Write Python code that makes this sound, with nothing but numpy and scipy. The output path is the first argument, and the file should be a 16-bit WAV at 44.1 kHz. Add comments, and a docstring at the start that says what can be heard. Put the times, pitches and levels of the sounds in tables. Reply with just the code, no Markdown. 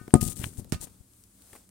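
"""Handling noise in a quiet bedroom

A hand adjusts a camera on its metal stand. Bumps excite damped modes of the casing and, faintly, of the stand;
fingers slide and tick beside the left microphone port as grainy noise and short resonances.
The grip lets go with a snap, clothes rustle as shaped noise while the arm draws back,
and the hands meet in a few light pats, decaying noise bursts. Low hum and hiss lie beneath.
"""
import sys
import numpy as np
from scipy.fft import rfft, irfft, next_fast_len
from scipy.io import wavfile
from scipy.ndimage import map_coordinates

SR = 44100
rng = np.random.default_rng(int(sys.argv[2]) if len(sys.argv) > 2 else 0)


def wrap_up_sound(samples):
    """Save the sound to the file named by the first command line argument, as 16-bit audio."""
    columns = np.atleast_2d(samples).T
    # keep every value between -1 and 1, then stretch to whole-number steps
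    tamed = np.clip(columns, -1, 1)
    steps = np.round(tamed * 32767).astype(np.int16)
    wavfile.write(sys.argv[1], SR, steps)


N = 74970

# All levels are relative; pan_db is left minus right.
# Bumps on the casing: start_s, level_db, contact_ms (centre to peak of the push), pan_db
CASING_BUMPS = [(0.015, -39, 1.1, 18), (.081, -31, 0.51, 0.5), (0.14, 1, 0.73, 11.5),
                (0.1548, -7.5, 0.97, 11), (.1625, -18.5, 0.75, 12), (0.2193, -27, 1.75, 15.5),
                (.229, -19, 1.27, 13.5), (.266, -29, 1.9, 16), (0.286, -31.5, 1.27, 18),
                (.399, -27.5, 1.82, 8), (0.415, -35.5, 0.97, -13.5), (.441, -29, 1.55, -7.5),
                (.468, -30, 1.37, -5.5), (0.588, -32, 1.97, 20.5), (.597, -31.5, 0.88, 2),
                (0.7258, -17.5, 1.05, -9.5), (0.733, -29, 2.5, 7), (.748, -37.5, 2.1, -30.5),
                (0.76, -31, 1.8, 8), (0.808, -41, 2.3, 6), (1.009, -47.5, 2.1, 18)]
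# Modes of the casing in its clamp: pitch_hz, level_db, t60_s, pan_db
CASING_MODES = [(79.4, -22.5, 0.11, 3), (131, -19, 0.083, 5), (223.8, -17.5, 0.22, 2),
                (270, -21, 0.08, -0.5), (349.2, -10, 0.053, -3), (430.6, -11.5, .055, -8),
                (470, -18.5, 0.03, -4.5), (566.3, -22.5, 0.17, -0.5), (612, -17.5, 0.059, -18.5),
                (723, -13.5, 0.089, 6), (790, -25.5, 0.037, -13.5), (876, -20.5, .05, 0.5),
                (1036, -27.5, 0.067, 2.5), (1760, -13.5, 0.011, 2)]
# Cracks and rattles of the clamp: start_s, crack_db, crack_pan_db, rattle_db, rattle_pan_db
CLAMP_BLOWS = [(.1402, -9.5, 1.5, -35, -3.5), (0.7224, -12.5, -19.5, -30, -2.5)]
# Spectrum of crack and rattle: frequency_hz, level_db
RATTLE_SPECTRUM = [(300, -6.5), (1000, -1.5), (2000, 0), (3200, -4), (4500, -1.5), (6000, -2), (8500, 0),
                   (12000, -9), (16000, -12)]
# Jolts that ring the stand: start_s, level_db, most_excited_hz, spread_octaves
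STAND_JOLTS = [(0.0, -45, 1740, 0.38), (0.142, -35.5, 1140, 0.28), (0.7252, -45, 2700, 1.05)]
# Modes of the stand: pitch_hz, level_db, t60_s, pan_db
STAND_MODES = [(735, 1, .16, 10), (1240, 2, 0.41, 5), (1504, -9.5, .3, 14), (1820, -15, 0.27, 10.5),
               (2232, -16.5, 0.32, 2.5), (2400, -15, 0.28, 8.5), (2703, -4, 0.19, 4),
               (2902, -14.5, 0.2, 4.5), (3680, -9, .2, 2), (4415, -17.5, 0.51, 1), (5200, -18, .12, -2),
               (7200, -10.5, 0.079, 0)]
# Ticks of skin and nail on the casing: start_s, level_db, centre_hz, pan_db, tail_db
SKIN_TICKS = [(.079, -36.5, 527, 12, -3), (.107, -45, 2880, 12.5, -8), (0.213, -26, 9600, 25, -19),
              (0.217, -24.5, 9400, 34.5, -21), (.286, -24, 4370, 11, -36), (0.321, -23, 9000, 14, -40),
              (0.331, -32, 10200, 12, -33), (0.3686, -26, 9300, 20, -29), (0.3924, -35, 9450, 33, -20),
              (.442, -20, 2400, 25.5, -22), (0.458, -25.5, 9000, 10, -19), (0.533, -46.5, 1920, 10, -15),
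              (.5735, -31.5, 9050, 10.5, -30), (0.646, -30, 13500, 12.5, -39), (.651, -44.5, 517, -11, -16),
              (.675, -47, 510, -17, -14), (.7448, -34, 2580, -13, -7), (1.136, -42, 9130, 15, -23),
              (1.2384, -42.5, 8700, 7, -7), (1.421, -43.5, 9000, -8, -5.5), (1.5326, -38.5, 8550, 20, -33),
              (1.561, -37, 8500, 7, -31), (1.692, -33.5, 9150, 0, -26)]
# Finger strokes by the left port: start_s, length_s, level_db, slope_db_per_s, release_s
FINGER_STROKES = [(0.144, .008, -35, -100, 0.025), (0.206, 0.027, -25.5, -47, 0.0046),
                  (0.225, 0.0984, -28.5, -32, 0.0093), (0.355, 0.12, -33.5, -30, 0.011),
                  (0.483, 0.12, -49.5, -42, 0.012), (0.577, 0.023, -39.5, 42, 0.0057),
                  (0.69, 0.011, -50, 14, .006), (0.805, 0.037, -36, 92, 0.0086)]
# Spectrum of sliding skin: frequency_hz, level_db
SKIN_SPECTRUM = [(200, -0.5), (500, -8.5), (900, -28.5), (1800, -23.5), (3200, -16.5), (5500, -12),
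                 (8800, 0), (12000, -9.5), (16000, -12.5)]
# The fingertip drags harder just before it slips: time_s, level_db
DRAG_LEVEL = [(.36, -95), (.39, -70), (.42, -55), (.44, -46.5), (.455, -59), (.52, -84), (.58, -110)]
# Spectrum of the drag: frequency_hz, level_db
DRAG_SPECTRUM = [(400, -20), (1000, -3), (1900, -1), (2900, -3), (4500, -10.5), (9000, -24)]
# Rumble of the holding hand: time_s, level_db, pan_db
GRIP_LEVEL = [(0, -56, 18), (.11, -60.5, 15), (.2, -35, -1), (.29, -37, 13), (.35, -50.5, 7),
              (0.419, -41.5, 10), (.48, -41.5, 3), (.54, -52, 5.5), (.61, -44.5, 12), (.68, -59.5, 19),
              (.83, -54.5, 10), (.92, -61.5, 12), (1.1, -71, 1.5), (1.7, -77.5, -2)]
# Spectrum of the rumble: frequency_hz, level_db
RUMBLE_SPECTRUM = [(20, -13.5), (45, -1.5), (120, 1), (260, -4), (380, -14), (600, -30.5), (900, -31),
                   (1500, -37), (4000, -50.5)]
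# Rustle of the shirt: time_s, level_db
SLEEVE_LEVEL = [(0, -60), (.65, -62.5), (.79, -60), (.83, -45.5), (.875, -57), (.92, -62), (1.05, -67.5),
                (1.33, -67), (1.43, -60.5), (1.52, -58), (1.57, -57), (1.63, -63), (1.7, -68.5)]
# Spectrum of the cloth: frequency_hz, level_db
CLOTH_SPECTRUM = [(100, -13.5), (400, 5), (900, -1.5), (2000, -10), (4500, -5.5), (7000, -4), (8800, 1),
                  (12000, -11), (16000, -10.5)]
# Soft pats of the hands: start_s, level_db, pan_db
HAND_PATS = [(0.823, -61, 18), (0.871, -54.5, 22), (1.421, -72, -3), (1.531, -42.5, 5), (1.553, -46.5, 8),
             (1.56, -49, -7)]
# Spectrum of the palms: frequency_hz, level_db
PALM_SPECTRUM = [(100, -1), (400, 4.5), (800, 1), (1400, -5), (2500, -7.5), (4000, -22), (6500, -23),
                 (8600, -1.5), (11000, -13), (16000, -16)]
# Spectrum of the low room tone: frequency_hz, level_db
HUM_SPECTRUM = [(12, -47.5), (20, -11.5), (75, 0), (120, -6.5), (146, -23.5), (188, -0.5), (213, -12),
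                (275, -9), (416, -21.5), (464, -30.5), (1500, -37.5), (1950, -61), (3300, -120)]
# Narrow bands of room hum: centre_hz, wobble_knots_per_s (sets the width), level_db
HUM_BANDS = [(112, 4.7, -71.5), (195, 17, -70), (273, 7.3, -70.5)]
# Spectrum of the microphone hiss: frequency_hz, level_db
HISS_SPECTRUM = [(710, -39.5), (1200, -13.5), (2560, -16.5), (2950, -18), (3400, -15.5), (5300, -14.5),
                 (5970, -13), (8630, -3), (16000, -13)]
# Slow changes of the hiss: time_s, level_db
HISS_LEVEL = [(0, 0.5), (.6, 6.5), (.78, -22), (.9, 1), (1.05, -1.5), (1.2, 3.5), (1.28, -0.5), (1.55, 7.5),
              (1.66, -3)]

CASING_DB, SOFT_HZ_MS = -3.5, 351.9  # ring against push; corner frequency times contact time
PORT_LAG_S, MODE_LAG_RAD = 0.00031, 0.6  # the right port moves a little after the left
RATTLE_DECAY_S = 0.018
SQUEAK_S, SQUEAK_HZ, SQUEAK_DB, SQUEAK_RISE_S = 0.14, 8205, 4, 0.00044
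SQUEAK_BEND = 0.13  # share of its pitch by which the squeak starts high
TICK_BANDWIDTH = 0.395  # share of the centre frequency
CRACK_S, GRIT_S = 0.0003, 0.003  # decay times
STROKE_ATTACK_S, STROKE_LEAK_DB = 0.0064, -20.5  # leak: level at the right port
GRAINS_PER_S, GRAIN_SHARE = 2100, 0.65
PAT_DECAY_S, ROOM_DECAY_S, ROOM_GAIN = 0.0046, 0.016, 0.238265
HUM_DB, HISS_DB, HISS_PAN_DB = -62, -62, 5
CLIP_LEVEL, TOP_HZ = 0.9, 16050  # output ceiling; upper band limit


def amp(db):
    """Decibel law: gain is ten to the level over twenty."""
    return 10 ** (np.asarray(db) / 20)


def unit(x):
    """Normalisation by the root mean square."""
    return x / np.sqrt(np.mean(x ** 2) + 1e-20)


def since(s):
    """Elapsed time: seconds since s, zero before it."""
    return np.maximum(np.arange(N) / SR - s, 0)


def decay(s, life):
    """Exponential decay that starts at s, with time constant life."""
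    return (since(s) > 0) * np.exp(-since(s) / life)


def sides(db):
    """Level difference between the ears, split evenly into left and right gains."""
    return amp(np.array([[db], [-db]]) / 2)


def curve(rows):
    """Envelope: gain per sample, linear in decibels between (s, dB) points."""
    return amp(np.interp(np.arange(N) / SR, *np.transpose(rows)))


def filtered(x, response):
    """Linear filtering: the spectrum of x times a response of frequency."""
    m = next_fast_len(N + SR // 2)
    spectrum = rfft(x, m) * response(np.fft.rfftfreq(m, 1 / SR))
    return irfft(spectrum, m)[..., :N]


def coloured(x, points):
    """Spectral shaping of x by (Hz, dB) points, at rms 1."""
    f, db = np.transpose(points)
    return unit(filtered(x, lambda hz: amp(np.interp(np.log(hz + 1), np.log(f + 1), db))))


def noise(points, shared):
    """Partial coherence: stereo noise whose shared power is common to both ports."""
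    z = rng.standard_normal((3, N))
    return coloured(np.sqrt(shared) * z[2] + np.sqrt(1 - shared) * z[:2], points)


def wobble(rate):
    """Slow fluctuation: a smooth random curve with rate knots a second."""
    knots = rng.standard_normal(int(N * rate / SR) + 4)
    return map_coordinates(knots, [np.arange(N) * rate / SR])


def ring(s, hz, t60):
    """Damped oscillation of one mode struck at s."""
    return amp(-60 * since(s) / t60) * np.sin(2 * np.pi * hz * since(s))


def bumps():
    """Impact excitation: a push out and back rings the casing; longer contact excites less treble."""
    out = np.zeros((2, N + SR))
    t = np.arange(SR // 5) / SR
    right = np.array([[0], [1]])
    modes = []
    for hz, db, t60, pan in CASING_MODES:
        lag = right * MODE_LAG_RAD * np.minimum(hz * t, 1)  # builds up over the first cycle
        wave = np.sin(2 * np.pi * hz * t - lag)
        modes.append((hz, amp(db - 60 * t / t60) * sides(pan) * wave))
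    for s, db, contact_ms, pan in CASING_BUMPS:
        u = (np.arange(N) / SR - s - right * PORT_LAG_S) * 1000 / contact_ms
        push = u * np.exp((1 - u * u) / 2)
        body = sum(mode / np.hypot(1, hz * contact_ms / SOFT_HZ_MS) for hz, mode in modes)
        out[:, :N] += amp(db) * sides(pan) * push
        out[:, round(s * SR):][:, :len(t)] += amp(db + CASING_DB) * sides(pan) * body
    return out[:, :N]


def clamp():
    """Impulse and scatter: each sharp blow gives one crack, then a brief bright rattle."""
    out = np.zeros((2, N))
    for s, crack_db, crack_pan, rattle_db, rattle_pan in CLAMP_BLOWS:
        impulse = 1.0 * (np.arange(N) == round(s * SR))
        crack = coloured(impulse, RATTLE_SPECTRUM)
        rattle = decay(s, RATTLE_DECAY_S) * noise(RATTLE_SPECTRUM, shared=0.037)
        out += amp(rattle_db) * sides(rattle_pan) * rattle
        out -= amp(crack_db) * sides(crack_pan) * crack / crack.max()
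    return out


def stand():
    """Modal ringing: the metal stand sounds on after a jolt, which favours one region of its modes."""
    out = np.zeros((2, N))
    for s, level, centre, spread in STAND_JOLTS:
        for hz, db, t60, pan in STAND_MODES:
            favour = 1 / (1 + (np.log2(hz / centre) / spread) ** 4)
            out += amp(level + db) * favour * sides(pan) * ring(s, hz, t60)
    return out


def squeak():
    """Cavity resonance: air squeezed through the right port rings it briefly; the pitch falls into place."""
    t = since(SQUEAK_S)
    u = t / SQUEAK_RISE_S
    cycles = SQUEAK_HZ * (t + SQUEAK_BEND * SQUEAK_RISE_S * (1 - np.exp(-u)))
    return amp([[SQUEAK_DB - 25], [SQUEAK_DB]]) * u * np.exp(1 - u) * np.sin(2 * np.pi * cycles)


def ticks():
    """Heavily damped resonance: tiny contacts with a broad resonance, a crack and a short gritty tail."""
    out = np.zeros((2, N))
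    for s, db, hz, pan, tail_db in SKIN_TICKS:
        t = since(s)
        snap = np.exp(-np.pi * hz * TICK_BANDWIDTH * t) * np.sin(2 * np.pi * hz * t)
        spectrum = [(hz / 8, -18), (hz / 2, -4), (hz, 0), (hz * 2, -9), (hz * 8, -26)]
        grit_level = 0.2 * decay(s, CRACK_S) + amp(tail_db) * decay(s, GRIT_S)
        out += amp(db) * sides(pan) * (noise(spectrum, shared=0.41) * grit_level - snap)
    return out


def fingers():
    """Stick-slip friction: skin slides in tiny random slips, coloured by the port's cavity."""
    level = np.zeros(N)
    for s, length, db, slope, release in FINGER_STROKES:
        held = amp(db + slope * np.minimum(since(s), length))
        attack = np.minimum(since(s) / STROKE_ATTACK_S, 1)
        level += held * attack * np.exp(-since(s + length) / release)
    slips = unit((rng.random((2, N)) < GRAINS_PER_S / SR) * rng.standard_normal((2, N)))
    smooth = rng.standard_normal((2, N))
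    rub = coloured(GRAIN_SHARE * slips + (1 - GRAIN_SHARE) * smooth, SKIN_SPECTRUM)
    return amp([[0], [STROKE_LEAK_DB]]) * level * amp(1.1 * wobble(130)) * rub


def drag():
    """Dry friction: an uneven mid-pitched scrape beside the left port."""
    return sides(18.5) * curve(DRAG_LEVEL) * amp(1.9 * wobble(180)) * noise(DRAG_SPECTRUM, shared=0.3)


def grip():
    """Structure-borne sound: the holding hand makes the casing rumble, mostly at the port it covers."""
    s, db, pan = np.transpose(GRIP_LEVEL)
    level = np.array([curve(np.transpose([s, db + side * pan / 2])) for side in (1, -1)])
    return level * noise(RUMBLE_SPECTRUM, shared=0.94)


def sleeve():
    """Fabric friction: cloth rustles unevenly as the arm moves."""
    return sides(1) * curve(SLEEVE_LEVEL) * amp(wobble(110)) * noise(CLOTH_SPECTRUM, shared=0.33)


def pats():
    """Direct and reflected sound: soft contacts a little way off, with the bedroom's short answer."""
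    level = np.zeros((2, N))
    for s, db, pan in HAND_PATS:
        direct_and_room = decay(s, PAT_DECAY_S) + ROOM_GAIN * decay(s, ROOM_DECAY_S)
        level += amp(db) * sides(pan) * direct_and_room
    return level * noise(PALM_SPECTRUM, shared=1.0)


def room():
    """Background noise: low room tone with a wavering narrow-band hum, and the microphones' hiss."""
    phase = 2 * np.pi * np.arange(N) / SR
    drone = np.zeros(N)
    for hz, rate, db in HUM_BANDS:
        drone += amp(db) * (wobble(rate) * np.sin(hz * phase) + wobble(rate) * np.cos(hz * phase))
    tone = amp(HUM_DB) * noise(HUM_SPECTRUM, shared=0.91)
    hiss = curve(HISS_LEVEL) * sides(HISS_PAN_DB) * noise(HISS_SPECTRUM, shared=0.05)
    return drone + tone + amp(HISS_DB) * hiss


def scene():
    """Superposition: handling noise over the quiet room."""
    handling = bumps() + clamp() + stand() + squeak() + ticks() + fingers() + drag() + grip()
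    return handling + sleeve() + pats() + room()


def record(dry):
    """Saturation and band limiting: the hardest bump overloads the input; the extreme treble is cut."""
    # Quiet sound passes at a gain of about 0.77; loud peaks level off at the ceiling.
    clipped = dry / (14.5 + np.abs(dry / CLIP_LEVEL) ** 10) ** (1 / 10)
    return filtered(clipped, lambda hz: 1 / (1 + (hz / TOP_HZ) ** 120))


dry = scene()
out = record(dry)
wrap_up_sound(out)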